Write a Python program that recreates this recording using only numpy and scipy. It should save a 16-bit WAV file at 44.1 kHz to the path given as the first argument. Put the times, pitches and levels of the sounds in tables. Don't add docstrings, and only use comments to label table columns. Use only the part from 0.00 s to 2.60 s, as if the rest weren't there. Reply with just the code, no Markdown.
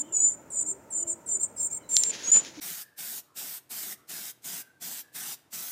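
import sys
import numpy as np
from scipy import signal
from scipy.fft import rfft, irfft, next_fast_len
from scipy.io import wavfile
from scipy.ndimage import map_coordinates

SR = 44100
rng = np.random.default_rng(int(sys.argv[2]) if len(sys.argv) > 2 else 0)


def digitize_waveform(pressure):
    field = np.atleast_2d(pressure).T
    bounded = np.clip(field, -1, 1)
    quanta = np.round(bounded * 32767).astype(np.int16)
    wavfile.write(sys.argv[1], SR, quanta)


N = 114660


def fledgling(scoop_s=.016, drop_s=.0099, edge_s=.003, buzz_hz=982, buzz_settle_s=.03):
    # upper sideband/dB, rasp/dB, octave/dB
    notes = [ (-.06, 0.083, 7376, -7, -2, 603, -28.5, .02, 0.0073, -9.5, -20.5, -36),
             (.121, 0.21, 6996, 764, 2293, 340, -21, 0.052, 0.075, -12.5, -32, -50),
             (0.297, .062, 7050, 3, 3514, 105, -38, .01, 0.019, -4.5, -23, -41),
             (0.501, 0.15, 7100, 1101, 1790, 542, -30.5, 0.096, .04, -1.5, -20, -37),
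             (0.648, .090, 7425, -900, -2500, 691, -28, 0.059, .035, -4, -28.5, -37),
             (0.903, 0.14, 7147, 1175, 507, 309, -29, 0.077, 0.013, -6, -24, -39.5),
             (1.064, 0.083, 7344, -200, -2500, 607, -29, 0.037, 0.032, -3, -24.5, -37.5),
             (1.26, 0.13, 7190, 915.5, 7, 402, -27.5, 0.077, 0.044, -4.5, -22.5, -38),
             (1.39, .082, 7440, -500, -1000, 562, -28.5, 0.035, 0.034, -3, -26, -35),
             (1.562, 0.13, 7310, 737, 902, 438, -29, .06, 0.032, -4.5, -22.5, -28.5),
             (1.699, 0.092, 7440, -600, 809.5, 605.5, -32.5, .035, .025, -4, -22, -28.5),
             (1.889, 0.14, 7290, 266, 1480.5, 422, -20.5, 0.087, 0.036, -9.5, -20, -32.5),
             (2.006, 0.11, 7400, -350, -500, 808.5, -27, 0.024, 0.012, -11.5, -29.5, -37.5),
             (2.231, 0.086, 6567, 907, 11003, -7, -24, 0.08, 0.016, -18, -30, -46),
             (2.314, 0.1, 7055, 67.5, 2211, 600, -16, 0.0061, 0.068, -15, -36.5, -44.5)]
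    # f/Hz, level/dB
    rasp_spectrum = [(2500, -20), (4200, -12), (5600, -13.5), (6600, -18), (7700, 2.5), (9000, 11),
                     (9900, -8), (11500, -5.5), (13500, -15), (15000, -29), (16000, -10)]
    out, now = np.zeros(N), clock()
    waver = 75 * wobble(140) + 55 * wobble(800)
    buzz_waver = 60 * wobble(140)
    flicker, side_flicker = amp(2.5 * wobble(210)), amp(1.1 * wobble(90))
    rasp = noise(rasp_spectrum)
    scatter_hz = 400 * wobble(1500)
    for start, length, hz, offset, climb, drop, db, attack, release, side_db, rasp_db, octave_db in notes:
        i = (now >= start) & (now < start + length)
        t = now[i] - start
        left, from_middle = length - t, t - length / 2
        unsettled = np.exp(-t / scoop_s)
        unrest = np.sqrt(.36 + amp(side_db))
        pitch = hz + offset * unsettled + climb * from_middle - drop * np.exp(-left / drop_s)
        tone = phase(pitch + unrest * waver[i])
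        hurry = .41 * max(offset, 0) * np.exp(-(t / buzz_settle_s) ** 2)
        buzz = phase(buzz_hz + hurry + unrest * buzz_waver[i])
        second = amp(-17.5 - 75 * unsettled) * np.sin(tone + 2 * buzz)
        upper = amp(side_db - 10 * unsettled) * side_flicker[i] * (np.sin(tone + buzz) + second)
        lower = amp(-29) * np.sin(tone - buzz)
        octave = amp(octave_db) * (np.sin(2 * tone) + np.sin(2 * tone + buzz))
        voice = flicker[i] ** unrest * (np.sin(tone) + upper + lower + octave)
        scrape_hz = 4100 + 2878 * np.exp(-t / .04) + scatter_hz[i]
        scrape = amp(-5.5) * np.exp(-t / .055) * np.sin(phase(scrape_hz))
        breath = amp(rasp_db + 9.1 * np.exp(-t / .037) - 26 * from_middle) * (rasp[i] + scrape)
        swell_db = 16.5 * np.clip(1 - t / attack, 0, 1) ** 2
        fade_db = 22.5 * np.clip(1 - left / release, 0, 1) ** 2
        gate = np.clip(np.minimum(t, left) / edge_s, 0, 1)
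        out[i] += gate * amp(db - swell_db - fade_db) * (np.sqrt(2) * voice + breath)
    return out


def ticks(glide_s=.000775, peak_s=.00053, ring_hz=4020, ring_t60=.031, crack_t60=.01):
    # t/s, chirp peak/dB, first f/Hz, last f/Hz, ring re chirp/dB
    snaps = [(1.9667, -5, 9500, 2900, -17), (2.0359, -8.5, 7200, 5200, -22)]
    # f/Hz, level/dB
    crack_spectrum = [(700, -46), (1200, -30), (1700, -4.5), (3500, -1.5), (7000, 9), (11000, -6),
                      (16000, -24)]
    tonal, burst = np.zeros(N), np.zeros(N)
    for start, db, first_hz, last_hz, ring_db in snaps:
        t = np.maximum(clock() - start, 0)
        rise = t / peak_s
        pitch = last_hz + (first_hz - last_hz) * np.exp(-t / glide_s)
        chirp = rise * np.exp(1 - rise) * np.sin(phase(pitch * (t > 0)))
        ring = amp(ring_db - 60 * t / ring_t60) * (1 - np.exp(-rise)) * np.sin(2 * np.pi * ring_hz * t)
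        tonal += amp(db) * (chirp + ring)
        burst += (t > 0) * amp(db - 6 - 60 * t / crack_t60)
    return tonal + coloured(burst * rng.standard_normal(N), crack_spectrum)


def wings(crackle_t60=.0074):
    # t/s, level/dB
    flutter = [(1.89, -58.5), (1.929, -52.5), (2.0, -47.5), (2.08, -48), (2.151, -41.5), (2.21, -43.5),
               (2.27, -42.5), (2.308, -47), (2.368, -38), (2.419, -50), (2.46, -44), (2.541, -55),
               (2.6, -46.5)]
    # f/Hz, level/dB
    leaf_spectrum = [(30, -55), (300, -1), (1100, -13.5), (1700, -3), (3000, -3), (5000, -3), (6700, 0),
                     (8000, -20), (11000, -19), (16000, -45)]
    # t/s, half width/s, level/dB
    scuffs = [(2.279, 0.013, -44), (2.363, 0.01, -37.5), (2.412, 0.027, -48.5)]
    # f/Hz, level/dB
    scuff_spectrum = [(30, -45), (100, -24), (220, 6), (600, -1), (1400, -2), (2200, -7.5), (3100, -2.5),
                      (5000, -36), (10000, -35)]
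    # t/s, level/dB
    crackles = [(2.225, -34), (2.343, -25), (2.363, -25.5), (2.449, -29.5)]
    now = clock()
    times, levels = np.transpose(flutter)
    quiver = (now > times[0]) * amp(np.interp(now, times, levels) + 1.5 * wobble(50))
    rustle = unit(amp(.5 * wobble(900)) * noise(leaf_spectrum))
    strokes = sum(amp(db) * np.exp(-.5 * ((now - at) / width) ** 2) for at, width, db in scuffs)
    feathers = unit(amp(1.9 * wobble(300)) * noise(scuff_spectrum))
    twigs = sum((now > at) * amp(db - 60 * np.abs(now - at) / crackle_t60) for at, db in crackles)
    return quiver * rustle + strokes * feathers + twigs * noise(leaf_spectrum)


def hoots():
    # t/s, length/s, first f/Hz, last f/Hz, level/dB
    tones = [(-.03, 0.15, 273, 347, -50.5), (.08, 0.11, 371.5, 385, -54), (.21, 0.092, 316.5, 255, -54.5),
             (.62, .11, 281, 336.4, -52), (.66, 0.13, 371, 400, -54.5), (.94, 0.27, 329.4, 347, -51),
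             (.99, 0.172, 666, 603, -55), (1.33, .12, 375, 375, -55.5), (2.02, 0.13, 411, 457, -53),
             (2.57, 0.084, 292, 290, -41.5)]
    return glides(tones, waver=.033, flicker_db=3.5)


def far_whistles():
    # t/s, length/s, first f/Hz, last f/Hz, level/dB
    whistles = [(-.03, .15, 3213, 2884, -64.5), (-.03, 0.31, 3540, 3210, -73), (.0, 0.23, 7600, 7430, -62),
                (.10, 0.083, 2710, 2650, -66), (.97, 0.076, 2920, 2960, -67.5),
                (1.565, 0.0373, 5220, 5580, -54), (1.66, 0.18, 2323, 2070, -67.5),
                (1.78, 0.062, 2845, 3170, -72), (1.825, 0.017, 4300, 4050, -58)]
    return echo(glides(whistles, waver=.045, flicker_db=1.5), t60=.3)


def outdoor_air(rumble_db=-53.5, hiss_db=-66.5):
    # f/Hz, level/dB
    rumble_spectrum = [(20, -48), (35, -42), (55, -11.5), (100, -5), (200, -3), (320, -3), (450, -5),
                       (600, -2), (770, -12), (920, -3.5), (1130, -18), (1330, -10), (1550, -17.5),
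                       (2200, -20.5), (3000, -29.5), (4000, -36), (6000, -57)]
    hiss_spectrum = [(1500, -5), (3500, -9), (5200, -1), (7000, 9), (10000, -4), (13000, 1), (16000, -0.5)]
    rumble = amp(rumble_db + .3 * wobble(3.2)) * noise(rumble_spectrum)
    return rumble + amp(hiss_db) * noise(hiss_spectrum)


def glides(rows, waver, flicker_db):
    out, now = np.zeros(N), clock()
    drift, flicker = 1 + waver * wobble(60), amp(flicker_db * wobble(45.29))
    for start, length, first_hz, last_hz, db in rows:
        i = (now >= start) & (now < start + length)
        progress = (now[i] - start) / length
        pitch = (first_hz + (last_hz - first_hz) * progress) * drift[i]
        arch = np.sqrt(2 * np.abs(np.sin(np.pi * progress)))
        out[i] += amp(db) * arch * np.sin(phase(pitch))
    return out * flicker


def echo(x, t60):
    t = np.arange(SR // 2) / SR
    tail = rng.standard_normal(len(t)) * amp(-60 * t / t60) * (t > .001)
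    return signal.fftconvolve(x, tail / np.linalg.norm(tail))[:N]


def amp(db):
    return 10 ** (np.asarray(db) / 20)


def unit(x):
    return x / np.sqrt(np.mean(x ** 2) + 1e-20)


def clock():
    return np.arange(N) / SR


def phase(hz):
    return 2 * np.pi * np.cumsum(hz) / SR


def wobble(rate):
    return map_coordinates(rng.standard_normal(4096), [clock() * rate], mode="mirror")


def filtered(x, response):
    size = next_fast_len(N + SR // 4)
    return irfft(rfft(x, size) * response(np.fft.rfftfreq(size, 1 / SR)), size)[:N]


def coloured(x, spectrum):
    f, db = np.transpose(spectrum)
    return filtered(x, lambda hz: amp(np.interp(np.log(hz + 1), np.log(f), db)))


def noise(spectrum):
    return unit(coloured(rng.standard_normal(N), spectrum))


def scene(leaf_echo_db=-8, garden_echo_db=-22):
    calls = fledgling()
    ragged_calls = np.std(calls) * unit(calls + amp(leaf_echo_db) * echo(calls, t60=.018))
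    bush = ragged_calls + ticks() + wings()
    garden = amp(garden_echo_db) * echo(bush, t60=.36)
    return (bush + garden + outdoor_air() + far_whistles() + hoots())[None]


def record(dry, top_hz=15830):
    return filtered(dry[0], lambda hz: hz < top_hz)[None]


dry = scene()
out = record(dry)
digitize_waveform(out)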